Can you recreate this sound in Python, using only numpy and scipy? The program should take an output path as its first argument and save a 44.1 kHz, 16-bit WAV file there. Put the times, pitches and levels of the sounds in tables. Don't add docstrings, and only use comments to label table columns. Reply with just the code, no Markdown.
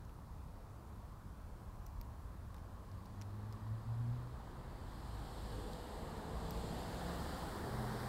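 import sys
import numpy as np
from scipy import signal
from scipy.fft import rfft, irfft
from scipy.io import wavfile
from scipy.ndimage import uniform_filter1d

SR = 44100
rng = np.random.default_rng(int(sys.argv[2]) if len(sys.argv) > 2 else 0)


def persist_wave(psi):
    counts = np.round(np.clip(psi, -1, 1) * 32767).astype(np.int16)
    wavfile.write(sys.argv[1], SR, np.atleast_2d(counts).T)


N = 356328
TIME = np.arange(N) / SR

# (frequency [Hz], relative level [dB])
TRAFFIC_COLOUR = [(60, -30), (110, -2), (200, -5.5), (300, -12), (420, -16), (750, -15.5), (1030, -13.5),
                  (1350, -21), (1750, -28), (2300, -34.5), (3200, -37), (4100, -35), (6000, -39),
                  (12000, -40.5), (15800, -43)]
RUMBLE_COLOUR = [(10, -33), (22, -14), (32, -4.5), (44, -5), (56, -3), (80, -6), (105, -7), (150, -26.5),
                 (250, -60.5)]
# (time [s], level [dB])
RUMBLE_LEVEL = [(0, -51.5), (1.3, -51.5), (2.05, -48), (2.6, -52), (3.3, -51.5), (3.9, -53), (5.4, -50.5),
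                (8.08, -51)]
# (time [s], pitch [Hz], level [dB])
DEEP_ENGINE = [(4.2, 35, -78), (4.75, 42.87, -55), (5.1, 55.4, -51), (5.55, 52.7, -49.5),
               (6.15, 44.35, -66), (6.48, 55.37, -46.5), (6.8, 61.9, -54), (7.1, 68.2, -50.5),
               (8.08, 85, -59.5)]
# (frequency [Hz], relative level [dB])
ROAR_FAR = [(80, -7), (160, 1.5), (300, -2.5), (400, -6), (500, -5), (600, -12.5), (780, -5.5),
            (1080, -2.5), (1400, -12), (1750, -11.5), (2200, -23.5), (2600, -23.5), (3500, -43)]
ROAR_APPROACHING = [(80, -11.5), (160, -3.5), (300, -7), (400, -6), (500, -8), (600, -6), (780, -6.5),
                    (1080, -12.5), (1400, -18.5), (1750, -20), (2200, -26.5), (2600, -37), (3500, -55.5)]
ROAR_CLOSE = [(80, -12.5), (160, 0.5), (300, -5), (400, -2.5), (500, -6.5), (600, -7), (780, -3.5),
              (1080, -9.5), (1400, -11.5), (1750, -13.5), (2200, -24), (2600, -37), (3500, -37.5)]
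# (frequency [Hz], relative level [dB])
HISS_COLOUR = [(1200, -9.5), (1800, -2), (2600, -3), (3000, 0.5), (3500, -0.5), (4500, -0.5), (5150, -3),
               (5600, -8), (7400, -5.5), (8500, -7), (9600, -7.5), (10900, -10.5), (13600, -13.5),
               (16000, -15)]
# (time [s], level change [dB])
HISS_SWELL = [(2, -4.5), (3, 0), (4.7, -1.5), (5.05, 2.5), (5.5, 4.4), (6.3, -1.7), (6.55, 2), (7.25, 1),
              (7.7, -2.4), (8.08, -0.5)]
# (time [s], gap between boosted frequencies [Hz], strength [0-1])
GROUND_BOUNCE = [(5.2, 4140, 0.4), (6.8, 4050, 0.3), (7.5, 4190, 0.3), (8.08, 4450, .34)]
# (loudest time [s], half length [s], pitch [Hz], level [dB])
TREAD_NOTES = [(5.85, 0.5, 500, -63), (6.1, 0.59, 216.7, -59), (6.55, 0.57, 458.7, -57),
               (7.1, .3, 504.8, -60)]
# (time [s], firing rate [Hz])
FIRING_RATE = [(2.2, 85.1), (3.5, 105.5), (4.1, 119.5), (6.5, 168.3), (7.15, 175.4), (7.6, 170)]
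# (time [s], level [dB])
EXHAUST_LEVEL = [(2.3, -77), (2.95, -48), (3.08, -59.5), (3.22, -47.5), (3.5, -47.5), (3.6, -53),
                 (3.72, -39), (3.83, -53), (3.92, -40), (4.1, -39.5), (4.4, -59.5), (5.8, -64.5),
                 (6.6, -51), (6.9, -56), (7.15, -49.5), (7.55, -65)]
OCTAVE_LEVEL = [(2.5, -77), (3.45, -59.5), (3.88, -67.5), (4.1, -51), (4.25, -73), (8.08, -70)]
# (pitch [Hz], relative level [dB])
DRONE_TONES = [(122.5, 1.5), (214, -2.5)]
# (pitch [Hz], relative level [dB], time to fade by 60 dB [s])
SHELL_TONES = [(2389, -5, 0.0046), (4920, 6.5, .003), (5400, -4, 0.0054), (10200, -4, 0.0023),
               (12400, -12, .002), (13600, 0, 0.0033), (14900, -9, 0.0028)]
# (time [s], peak level [dB], boost of the high tones [dB],
# pitch of the lower tones [factor], relative level of the splintering [dB])
CRACKS = [(.0503, -56, -6, 1.2, -9), (.0943, -57, -11, .56, -7), (1.8624, -54, 5, 1.25, -10),
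          (1.866, -44.5, 12, 1.17, -4), (2.0134, -41.5, 9.5, 0.98, -11), (2.544, -48, -4, 0.35, -3),
          (2.5658, -54, -5, 0.9, -6), (2.582, -53, 0, 0.42, -3), (2.916, -55.5, -10, 1, -9),
          (3.0563, -52.5, 8, 0.79, -5), (3.061, -56, -8, 1.1, -9), (3.2143, -40.5, -8, 1.2, -10),
          (3.2201, -41, -16, 1.03, -8), (3.223, -51, -14, 0.66, -2), (3.526, -46, 3, 1, -6),
          (3.5323, -55, -12, .95, -3), (5.7335, -43, -23, .8, -9), (6.5081, -35.5, 12, 1.04, -20)]

NEAREST_S, STREET_M, SPEED_M_PER_S = 7.746, 16.15, 9.77


def gain_of(db):
    return 10 ** (np.asarray(db) / 20)


def evened(x):
    return x / np.sqrt(np.mean(x ** 2) + 1e-20)


def colour_at(points, hz):
    frequencies, db = np.transpose(points)
    return np.interp(np.log(hz + 1), np.log(frequencies + 1), db)


def follow(rows, t=TIME):
    times, *columns = np.transpose(rows)
    return [np.interp(t, times, column) for column in columns]


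def drift(rate_hz):
    keep_slow = np.exp(-(np.fft.rfftfreq(N, 1 / SR) / rate_hz) ** 2)
    return evened(irfft(rfft(rng.standard_normal(N)) * keep_slow, N))


def grid(size):
    step = size // 4
    return np.arange(N // step + 5)[:, None] * step / SR, np.fft.rfftfreq(size, 1 / SR)


def noise(colour_db, size, patchy_db=1.0):
    t, hz = grid(size)
    real, imaginary, patches = rng.standard_normal((3, len(t), len(hz)))
    patches = evened(uniform_filter1d(uniform_filter1d(patches, size=14, axis=0), size=12, axis=1))
    colour = gain_of(colour_db)
    colour = colour / np.linalg.norm(colour, axis=-1, keepdims=True)
    slices = (real + 1j * imaginary) * colour * gain_of(patchy_db * patches)
    return evened(signal.istft(slices.T, nperseg=size, noverlap=size - size // 4)[1][:N])


def wavering_tone(hz, waver, flutter_db):
    phase = 2 * np.pi * np.cumsum(hz * (1 + waver * drift(14.42))) / SR
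    return np.sqrt(2) * gain_of(flutter_db * drift(23)) * np.sin(phase)


def distance(t=TIME):
    return np.hypot(STREET_M, SPEED_M_PER_S * (t - NEAREST_S))


def distance_gain(loss_db_per_m):
    return STREET_M / distance() * gain_of(-loss_db_per_m * (distance() - STREET_M))


def distant_traffic(wash_db=-57.5):
    _, hz = grid(size=2048)
    wash = noise(colour_at(TRAFFIC_COLOUR, hz), size=2048)
    _, hz = grid(size=8192)
    rumble = noise(colour_at(RUMBLE_COLOUR, hz), size=8192)
    return gain_of(wash_db) * wash + gain_of(follow(RUMBLE_LEVEL)[0]) * rumble


def deep_engine(octave_db=-9):
    hz, level_db = follow(DEEP_ENGINE)
    note = wavering_tone(hz, waver=0.018, flutter_db=1.5)
    octave = wavering_tone(2 * hz, waver=0.018, flutter_db=1.5)
    return gain_of(level_db) * (note + gain_of(octave_db) * octave)


def road_roar(nearest_db=-45.5, close_m=17.3, approaching_m=19.3, far_m=43):
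    t, hz = grid(size=2048)
    closeness = np.interp(distance(t), [close_m, approaching_m, far_m], [2, 1, 0])
    colour_db = sum(np.maximum(1 - abs(closeness - k), 0) * colour_at(colour, hz)
                    for k, colour in enumerate([ROAR_FAR, ROAR_APPROACHING, ROAR_CLOSE]))
    return gain_of(nearest_db) * distance_gain(loss_db_per_m=0.27) * noise(colour_db, size=2048)


def tyre_hiss(base_db=-58, usual_gap_hz=4100, open_s=4.8, opening_s=0.085, dull_db_per_octave=2):
    t, hz = grid(size=1024)
    gap_hz, bounce = follow(GROUND_BOUNCE, t)
    bounce_db = 20 * np.log10(abs(1 + bounce * np.exp(-2j * np.pi * hz / gap_hz)))
    hidden = (1 - np.tanh((t - open_s) / opening_s)) / 2
    dull_db = -dull_db_per_octave * hidden * np.log2(np.maximum(hz, 1500) / 5000)
    top_hz = 14300 + 2000 * (STREET_M / distance(t)) ** 6.5
    air_db = -10 * np.log10(1 + (hz / top_hz) ** 22)
    colour_db = colour_at(HISS_COLOUR, hz * usual_gap_hz / gap_hz) + dull_db + air_db + bounce_db
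    level = gain_of(base_db + follow(HISS_SWELL)[0]) * distance_gain(loss_db_per_m=0.34)
    return level * noise(colour_db, size=1024, patchy_db=0.86)


def tyre_tread(climb_octaves_per_s=0.09):
    out = np.zeros(N)
    for loudest_s, half_length_s, hz, db in TREAD_NOTES:
        swell = gain_of(db) * np.exp(-((TIME - loudest_s) / half_length_s) ** 2 / 2)
        pitch_hz = hz * 2 ** (climb_octaves_per_s * (TIME - loudest_s))
        out += swell * wavering_tone(pitch_hz, waver=0.025, flutter_db=2)
    return out


def exhaust(waver=0.0055, flutter_db=1.0, octave_flutter_db=2.5):
    firing_hz = follow(FIRING_RATE)[0] * (1 + waver * drift(11))
    phase = 2 * np.pi * np.cumsum(firing_hz) / SR
    note = gain_of(follow(EXHAUST_LEVEL)[0] + flutter_db * drift(21)) * np.sin(phase)
    octave = gain_of(follow(OCTAVE_LEVEL)[0] + octave_flutter_db * drift(25)) * np.sin(2 * phase)
    return np.sqrt(2) * (note + octave)


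def engine_drone(start_s=7.6, rise_s=0.2, base_db=-46.5, fade_db_per_s=19):
    tones = sum(gain_of(db) * wavering_tone(hz, waver=0.0113, flutter_db=0.5) for hz, db in DRONE_TONES)
    age = TIME - start_s
    fade_db = fade_db_per_s * np.maximum(age - rise_s, 0)
    return np.clip(age / rise_s, 0, 1) * gain_of(base_db - fade_db) * tones


def squirrel_gnawing(high_above_hz=11000, splinter_fade_s=0.013, attack_s=0.00011):
    out = np.zeros(N)
    t = np.arange(SR // 100) / SR
    hz, db, ring_s = np.transpose(SHELL_TONES)[:, :, None]
    is_high = hz > high_above_hz
    for start_s, peak_db, boost_db, pitch, splinter_db in CRACKS:
        tone_hz = hz * np.where(is_high, 1, pitch)
        ringing = gain_of(db + boost_db * is_high - 60 * t / ring_s) * np.sin(2 * np.pi * tone_hz * t)
        splinters = signal.lfilter([1], [1, -0.5], rng.standard_normal(len(t)))
        splinters *= gain_of(splinter_db - 60 * t / splinter_fade_s)
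        crack = (ringing.sum(0) + splinters) * (1 - np.exp(-t / attack_s))
        slot = out[round(start_s * SR):][:len(t)]
        slot += gain_of(peak_db) * crack[:len(slot)] / abs(crack).max()
    return out


def scene():
    vehicle = road_roar() + tyre_hiss() + exhaust() + engine_drone() + tyre_tread()
    return (distant_traffic() + deep_engine() + vehicle + squirrel_gnawing())[None]


def record(dry):
    treble_cut = signal.firwin(511, cutoff=15800, window=("kaiser", 9), fs=SR)
    return signal.oaconvolve(dry, treble_cut[None], "same")


dry = scene()
out = record(dry)
persist_wave(out)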